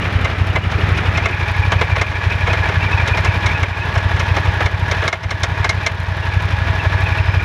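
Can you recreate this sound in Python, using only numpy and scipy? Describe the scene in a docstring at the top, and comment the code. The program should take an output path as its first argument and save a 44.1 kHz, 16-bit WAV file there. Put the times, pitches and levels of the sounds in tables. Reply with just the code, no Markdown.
"""Uneven exhaust thumps: a V-twin motorcycle idles in gear, its raised rear wheel turning, heard close
beside the belt drive. Each firing sends a gas pulse through the muffler, while valve gear and primary
drive clatter in the cases and the belt chirps on its pulley. Slack in the drivetrain takes up with
sharp metal clunks, and the hardest push a limiter down.
A faint high whine swells, sinks in pitch and fades near the end."""
import sys
import numpy as np
from scipy import signal
from scipy.fft import rfft, irfft, next_fast_len
from scipy.io import wavfile
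from scipy.ndimage import uniform_filter1d, minimum_filter1d

SR = 44100
rng = np.random.default_rng(int(sys.argv[2]) if len(sys.argv) > 2 else 0)


def unload_audio(sound):
    """Save the sound as a 16-bit wav file, at the path given as the first command line argument."""
    columns = np.transpose(np.atleast_2d(sound))
    # keep every value between -1 and 1, then stretch to whole-number steps
    steps = np.round(np.clip(columns, -1, 1) * 32767)
    wavfile.write(sys.argv[1], SR, steps.astype(np.int16))


N = 328104
TIME_S = np.arange(N) / SR


def from_db(db):
    """Decibels to gain."""
    return 10 ** (np.asarray(db) / 20)


def unit_rms(x):
    """Scale to rms 1."""
    return x / np.sqrt(np.mean(x ** 2) + 1e-20)


def automation(rows):
    """One curve per value column, drawn through timed breakpoints."""
    times, *columns = np.transpose(rows)
    return [np.interp(TIME_S, times, column) for column in columns]


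def add(out, start_s, sound):
    """Mix a sound in at a time, dropping what falls outside."""
    at = round(start_s * SR) + np.arange(len(sound))
    inside = (at >= 0) & (at < N)
    out[at[inside]] += sound[inside]


def coloured(x, spectrum, resonances=()):
    """A broad EQ curve with resonances standing out of it; the result has rms 1."""
    size = next_fast_len(len(x), real=True)
    hz = np.geomspace(1, SR / 2, 3000)
    points, db = np.transpose(spectrum)
    lift = 1 + sum(from_db(boost) ** 2 / (1 + (2 * (hz - centre) / width) ** 2)
                   for centre, width, boost in resonances)
    gain = from_db(np.interp(np.log(hz), np.log(points), db)) * np.sqrt(lift)
    gain *= np.minimum(hz / points[0], 1) ** 2 * np.minimum(points[-1] / hz, 1) ** 2   # ends roll off
    bin_gain = np.interp(np.arange(size // 2 + 1) * SR / size, hz, gain)
    return unit_rms(irfft(rfft(x, size) * bin_gain, size)[:len(x)])


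def rattle(per_s, smooth):
    """Many small contacts of uneven size over smooth noise."""
    noise = rng.standard_normal(N)
    contacts = noise * (rng.random(N) < per_s / SR)
    return unit_rms(contacts) + smooth * noise


def whine(peak_s, half_width_s, pitch_hz, sag_hz_per_s, level_db, rough):
    """A faint, wavering high tone that swells and eases off as its pitch sinks."""
    t = TIME_S - peak_s
    wobble = rough * coloured(rng.standard_normal(N), [(10, -6), (80, 7), (300, -22)])
    turns = np.cumsum(pitch_hz - sag_hz_per_s * t) / SR
    return from_db(level_db) * np.exp(-(t / half_width_s) ** 2) * np.sin(2 * np.pi * turns + wobble)


# Standout chirps of the belt: peak_s, pitch_hz, level_db
BELT_CHIRPS = [(.638, 2890, -28.5), (.812, 2870, -31), (1.16, 2550, -26), (1.638, 2350, -22),
               (2.508, 2500, -23), (2.983, 2490, -23), (3.14, 2420, -21.5), (3.557, 2550, -24),
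               (3.822, 2540, -25), (7.401, 2390, -25)]
# Automation for the faint random squeaks in between: time_s, pitch_hz, level_db
SQUEAK_CURVE = [(0, 2860, -38), (1.05, 2820, -34), (1.4, 2410, -30), (3.1, 2454, -25.5), (4.2, 2480, -34),
                (6.0, 2480, -37), (6.9, 2510, -29)]


def belt(gain_db, rough, half_width_s, squeaks_per_s, detune, spread_db):
    """Each brief slip of the belt's edge on the pulley flange sings one rough, thin note."""
    out, t = np.zeros(N), np.arange(-SR // 5, SR // 5) / SR
    waver = coloured(rng.standard_normal(N), [(10, -6), (80, 4), (300, -20)])
    pitch, level = automation(SQUEAK_CURVE)
    higher, louder = rng.standard_normal((2, N))
    squeaks = [(i / SR, pitch[i] * (1 + detune * higher[i]), level[i] + spread_db * louder[i])
               for i in np.flatnonzero(rng.random(N) < squeaks_per_s / SR)]
    envelope = np.exp(-(t / half_width_s) ** 2)
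    for peak_s, hz, db in [*BELT_CHIRPS, *squeaks]:
        wobble = rough * np.roll(waver, -round(peak_s * SR))[:len(t)]
        add(out, peak_s + t[0], from_db(db + gain_db) * envelope * np.sin(2 * np.pi * hz * t + wobble))
    return out


# Valve and piston ticks after each thump: delay_cycles, half_width_cycles, strength
ENGINE_TICKS = [(.02, 0.12, 0.31), (.38, 0.11, 0.62), (.62, 0.066, 0.78), (.78, 0.12, 0.71)]


def crank_surge(beats, spread_db):
    """A modulation curve locked to the crank: one bump per tick, uneven from cycle to cycle."""
    phase = np.interp(TIME_S, beats[:, 0], np.arange(len(beats)))
    surge = np.zeros(N)
    for delay, width, strength in ENGINE_TICKS:
        cycle = np.round(phase - delay)
        uneven = from_db(spread_db * rng.uniform(-1.1, 1, len(beats) + 1))[cycle.astype(int) + 1]
        surge += strength * uneven * np.exp(-((phase - delay - cycle) / width) ** 2)
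    return surge


# Bright hiss: freq_hz, gain_db
HISS_EQ = [(1800, -6), (2800, 2.5), (3600, 2), (4600, -6.5), (5300, -7), (6300, -13.5), (8000, -25),
           (10500, -26.5), (13000, -31), (15500, -43)]


def parts_hiss(surge):
    """Small moving parts blur into a pulsing hiss."""
    return coloured(rattle(per_s=2200, smooth=2.1) * (1 + 1.14 * surge), HISS_EQ)


# Low rush of gas: freq_hz, gain_db
RUSH_EQ = [(20, -4), (45, 4.5), (110, 7), (170, 12.5), (220, 5.5), (255, -5.5), (320, 1), (500, -0.5),
           (800, -22), (1500, -37)]
# Exhaust pipe resonances: centre_hz, width_hz, boost_db
PIPE_MODES = [(161.3, 13, 2.5), (286, 27, 5.5), (408, 67, 1)]


def gas_rush(surge):
    """Surging exhaust flow sets the pipe humming."""
    return coloured(rng.standard_normal(N) * (1 + 0.81 * surge), RUSH_EQ, PIPE_MODES)


# Tone of the primary cover: freq_hz, gain_db
COVER_EQ = [(1200, -30), (2000, 2), (2700, 5), (4000, -26)]
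# Its resonances: centre_hz, width_hz, boost_db
COVER_MODES = [(2350, 100, 23.5), (2464, 120, 19)]


def cover_ring(surge):
    """The rattling drive rings the primary cover."""
    return coloured(rattle(per_s=1200, smooth=0.64) * (1 + 1.3 * surge), COVER_EQ, COVER_MODES)


# Clatter from beside the cases: freq_hz, gain_db
BESIDE_EQ = [(250, -9.5), (450, -6), (800, -5.5), (1150, -3), (1350, -5.5), (1600, -3.5), (2000, -3),
             (2500, -10), (3000, -15), (4000, -22), (6000, -59)]
# Case resonances: centre_hz, width_hz, boost_db
CASE_MODES = [(649, 45, 6.8), (838, 24, 10.1), (943, 66, 8.4), (1130, 28, 3.1), (1447, 33, 6.3),
              (1690, 60, 11.1), (1860, 50, 2.9)]
# The same clatter from above the belt: freq_hz, gain_db
ABOVE_EQ = [(150, -12), (235, 1.5), (330, -5), (480, -3.5), (700, -1), (950, -0.5), (1080, -2), (1240, 0.5),
            (1480, 0), (1750, 0.5), (2000, -1.5), (2850, -9.5), (3300, -15), (6000, -42)]


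def case_clatter(surge, beside):
    """Gears, chain and valves rattle the cases, whose ring comes in as the mic moves beside them."""
    ringing = coloured(rattle(per_s=2200, smooth=1.0) * (1 + 0.7 * surge), BESIDE_EQ, CASE_MODES)
    above = coloured(rattle(per_s=2600, smooth=1.5) * (1 + 0.4 * surge), ABOVE_EQ)
    return np.sqrt(beside) * ringing + np.sqrt(1 - beside) * from_db(0.5) * above


# Fader ride for the whole engine bed at the moving mic: time_s, level_db
BED_FADER = [(0, -23.5), (.45, -26.5), (.9, -23.5), (2.15, -24), (2.6, -22.5), (3.2, -22), (3.75, -24),
             (4.3, -22.5), (5.55, -24), (6.05, -26.5), (6.8, -23), (7.44, -24)]
# Cover ring against the clatter, strongest when the mic faces it: time_s, level_db
COVER_FADER = [(0, -11), (1.1, -8), (1.9, -5.5), (3.2, -7.5), (4.0, -12), (6.2, -12), (7.44, -6.5)]


def engine_bed(beats, mic_move_s, rush_above_db, rush_beside_db, hiss_db):
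    """Clatter, cover, rush and hiss surge together; their levels are set against the clatter."""
    (bed_db,), (cover_db,) = automation(BED_FADER), automation(COVER_FADER)
    surge = crank_surge(beats, spread_db=4.4)
    beside = np.interp(TIME_S, mic_move_s, [0, 1])   # 0 above the belt, 1 down beside the cases
    clatter = case_clatter(surge, beside)
    cover = from_db(cover_db) * cover_ring(surge)
    rush = from_db(rush_above_db + (rush_beside_db - rush_above_db) * beside) * gas_rush(surge)
    hiss = from_db(hiss_db) * parts_hiss(surge)
    return from_db(bed_db) * (clatter + cover + rush + hiss)


def slack_taps(count, from_s, to_s, force_db, spread_db, sharpness_db, ring_db):
    """Cues for light knocks of the slack at random moments, in rows like the clunks."""
    return [(from_s + (to_s - from_s) * when, force_db + spread_db * (2 * size - 1), sharpness_db, ring_db)
            for when, size in rng.random((count, 2))]


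# Drivetrain clunks: start_s, force_db, sharpness_db, ring_db
CLUNK_CUES = [(.242, -24.5, -3.5, 4), (.556, -15.5, -15, 3), (.708, -27, -4, -7), (.970, -26.5, -1, -2),
              (1.17, -21, -4, 0.5), (1.254, -17, -5, 4), (1.717, -15, -7, -14), (1.810, -15.5, -8, -4.5),
              (1.956, -22, -8, -3), (2.012, -12.5, -4.5, -0.5), (2.468, -20.5, -13, -1),
              (2.526, -18.5, -6, -5), (3.072, -21, -1, -4), (3.168, -23.5, -4, 1.5),
              (3.244, -18.5, -1.5, -8), (3.458, -20, 1, -1.5), (3.628, -16, -7, -2.5), (3.974, -22, -4, -7),
              (4.192, -21.5, -1, -3), (4.362, -18.5, -8, -6), (4.602, -18, -12, -9), (4.657, -16, -5, -1.5),
              (4.910, -18.5, -1.5, -4), (5.015, -23, -10, -8), (5.033, -22.5, -10, -10),
              (5.077, -9, 2, 1.5), (5.126, -11.5, -2, 0), (5.229, -24.5, -2, -2), (5.304, -18.5, 1.5, -4),
              (5.431, -15, 3.5, -5.5), (5.642, -15.5, -1, 0), (5.690, -18, 6, 4), (5.862, -15.5, 3, 4)]
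# Steel ring of a clunk: pitch_hz, level_db, t60_s
STEEL_MODES = [(663, -7, 0.091), (1097, -6, 0.031), (1285, -8.5, 0.031), (2118, 4, 0.065),
               (2249, -0.5, 0.046), (2826, -12, .03), (3474, -13.5, 0.058), (4020, -13, .025),
               (5475, -17, .024), (6280, -20, .026), (7360, -27, 0.028), (9150, -41, 0.026)]
# Dense modes of swingarm and pulley, as low body, mid body and top crack: freq_hz, gain_db
LOW_EQ = [(120, -12), (220, -10), (300, -6.5), (420, 0.5), (530, -2.5), (680, 3), (900, -10), (1500, -27)]
MID_EQ = [(500, -40), (850, 1.5), (1200, 4), (1450, 2), (1700, 3.5), (2400, -5), (3000, -3), (5000, -27)]
CRACK_EQ = [(1500, -12), (2800, -6), (3700, 4.5), (4600, -4.5), (5400, 0), (6600, -6), (8000, -18.5),
            (11000, -23.5), (15500, -64)]


def clunks(taps, seat_s, body_t60_s, crack_t60_s, low_db, mid_db, steel_db, crack_db):
    """Slack closes metal on metal: a short crack, a steel ring and a body that outlasts the crack."""
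    out, t = np.zeros(N), np.arange(SR // 10) / SR
    blows = [*CLUNK_CUES, *taps]
    # close modes ring as bands of noise, fresh for every blow
    lows, mids, cracks = (coloured(rng.standard_normal(len(blows) * len(t)), eq).reshape(len(blows), -1)
                          for eq in (LOW_EQ, MID_EQ, CRACK_EQ))

    def swell(rise_s, t60_s):
        """Builds while the parts seat, then decays."""
        return np.minimum(t / rise_s, 1) * np.exp(-np.log(1000) * np.maximum(t - rise_s, 0) / t60_s)

    for k, (start_s, force, sharpness, ring) in enumerate(blows):
        attack_s = seat_s * np.exp(-0.08 * force)   # light knocks close more slowly
        steel = np.zeros(len(t))
        for hz, db, t60_s in STEEL_MODES:
            envelope = from_db(db + 1.5 * rng.normal()) * swell(attack_s, t60_s)
            detuned_hz = hz * (1 + 0.012 * rng.normal())
            steel += envelope * np.sin(2 * np.pi * (detuned_hz * t + rng.random()))
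        thinning_db = 0.42 * sharpness   # sharper blows carry less low end
        low = from_db(low_db - thinning_db) * lows[k] * swell(1.35 * attack_s, body_t60_s)
        mid = from_db(mid_db) * mids[k] * swell(attack_s, body_t60_s)
        crack = from_db(crack_db + sharpness) * cracks[k] * swell(0.58 * attack_s, crack_t60_s)
        add(out, start_s, from_db(force) * (low + mid + crack + from_db(steel_db + ring) * steel))
    return out


# The gently hunting idle: time_s, crank_rpm
IDLE_SPEED = [(0.0, 1417.9), (0.6, 1401.1), (0.8, 1454.5), (1.4, 1397.5), (1.8, 1470.6), (2.0, 1394.2),
              (2.6, 1443.5), (2.8, 1391.0), (3.4, 1415.9), (3.6, 1389.8), (4.4, 1410.4), (5.4, 1381.1),
              (6.6, 1447.9), (7.44, 1415.4)]
# Weight of an ordinary firing: time_s, level_db
FIRING_LEVEL = [(0, -8), (.55, -10.5), (.7, -4.5), (1.05, -6), (1.35, -10.5), (1.66, -7), (2.12, -10.5),
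                (2.45, -8), (3.2, -6.5), (3.85, -13), (4.05, -8.5), (4.76, -6.5), (5.0, -10.5), (5.4, -8),
                (6.05, -16), (6.4, -7.5), (6.68, -10), (7.05, -5.5)]
# Accents, where a cycle burns weakly and the next thumps hard on the unburnt charge: near_s
ACCENTS = [.16, .42, 1.09, 1.6, 1.93, 2.27, 2.78, 2.95, 3.29, 3.63, 3.98, 4.32, 4.49, 4.66, 5.26, 6.37,
           6.87]


def firings(first_s, spread_db, hard_db, weak_loss_db):
    """The main firing comes once every two crank turns; returns rows of time_s, level_db."""
    rpm, = automation(IDLE_SPEED)
    cycles = np.cumsum(rpm) / (2 * 60 * SR)
    cycles -= np.interp(first_s, TIME_S, cycles)
    times = np.interp(np.arange(int(cycles[-1]) + 1), cycles, TIME_S)
    times = np.r_[2 * times[0] - times[1], times, 2 * times[-1] - times[-2]]   # runs on past both ends
    db = np.interp(times, *np.transpose(FIRING_LEVEL)) + spread_db * rng.standard_normal(len(times))
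    hard = np.abs(times[:, None] - ACCENTS).argmin(axis=0)
    db[hard - 1] -= weak_loss_db
    db[hard] = hard_db
    return np.column_stack([times, db])


def puff(t, pipe_hz, half_width_s, overtone_hz, overtone):
    """One gas pulse, rounded by the muffler into a short swing of pressure with a weaker overtone."""
    swing = np.sin(2 * np.pi * pipe_hz * t) + overtone * np.sin(2 * np.pi * overtone_hz * t)
    return np.exp(-(t / half_width_s) ** 2) * swing


# Airy spit of escaping gas: freq_hz, gain_db
JET_EQ = [(4000, -20), (6500, 4.5), (8000, -5), (11000, 1), (13000, -9), (15500, -11)]


def exhaust(beats, main_db, lead_db, lead_s, echo_s, echo_gain, jet_db, jet_half_width_s):
    """One cylinder fires softly just ahead of the other; each pulse spits and echoes once in the pipe."""
    thumps, flow = np.zeros(N), np.zeros(N)
    t = np.arange(-SR // 20, SR // 20) / SR
    spit = np.exp(-(t / jet_half_width_s) ** 2)
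    for (time_s, db), (size, late, tone, gas) in zip(beats, rng.standard_normal((len(beats), 4))):
        main = puff(t, pipe_hz=87 + 1.9 * tone, half_width_s=0.0097, overtone_hz=127, overtone=0.15)
        lead = puff(t, pipe_hz=87 - 4 * tone, half_width_s=0.0099, overtone_hz=145, overtone=0.16)
        main *= from_db(db + main_db)
        lead *= from_db(lead_db + 2.6 * np.tanh(size))
        main_start_s = time_s + t[0]
        lead_start_s = main_start_s - lead_s + .0012 * late
        for start_s, pulse, jet_gain in (main_start_s, main, .75), (lead_start_s, lead, 1):
            add(thumps, start_s, pulse)
            add(thumps, start_s + echo_s, echo_gain * pulse)
            add(flow, start_s, jet_gain * from_db(2.3 * gas) * spit)
    return thumps + from_db(jet_db) * flow * coloured(rng.standard_normal(N), JET_EQ)


def scene():
    """Exhaust, clunks, engine bed, belt and whine at one close mic."""
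    beats = firings(first_s=.078, spread_db=1.5, hard_db=-5, weak_loss_db=3.5)
    thumps = exhaust(beats, main_db=.5, lead_db=-13.0, lead_s=0.03294, echo_s=0.02085, echo_gain=0.23,
                     jet_db=-50.0, jet_half_width_s=0.0056)
    taps = slack_taps(count=8, from_s=1.0, to_s=5.0, force_db=-28, spread_db=4,
                      sharpness_db=-7.5, ring_db=-5)
    knocks = clunks(taps, seat_s=0.002, body_t60_s=0.088, crack_t60_s=0.052,
                    low_db=-3.6, mid_db=2.5, steel_db=0.6, crack_db=-1.64)
    bed = engine_bed(beats, mic_move_s=(.95, 1.45), rush_above_db=-3.5, rush_beside_db=-8, hiss_db=-11)
    chirps = belt(gain_db=5.0, rough=0.6, half_width_s=.0095, squeaks_per_s=12, detune=.045, spread_db=2.5)
    tone = whine(peak_s=7.3, half_width_s=.15, pitch_hz=5100, sag_hz_per_s=1100, level_db=-45, rough=.9)
    return (tone + chirps + bed + knocks + thumps)[None]


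def limiter(x, ceiling_db, release_db_per_s):
    """Peaks above the ceiling pull the gain down at once; it creeps back up."""
    release = release_db_per_s * np.arange(N) / SR
    over_db = np.maximum(20 * np.log10(np.abs(x) + 1e-9) - ceiling_db, 0)
    held_db = np.maximum.accumulate(over_db + release, axis=-1) - release
    gain_db = uniform_filter1d(minimum_filter1d(-held_db, size=177), size=177)   # smoothed over 4 ms
    return x * from_db(gain_db)


def record(dry):
    """The limiter ducks the mix after hard peaks; a steep low-pass cuts the top."""
    limited = limiter(dry, ceiling_db=-3.0, release_db_per_s=21.5)
    return signal.sosfilt(signal.ellip(10, .1, 80, 15500, fs=SR, output="sos"), limited)


dry = scene()
out = record(dry)
unload_audio(out)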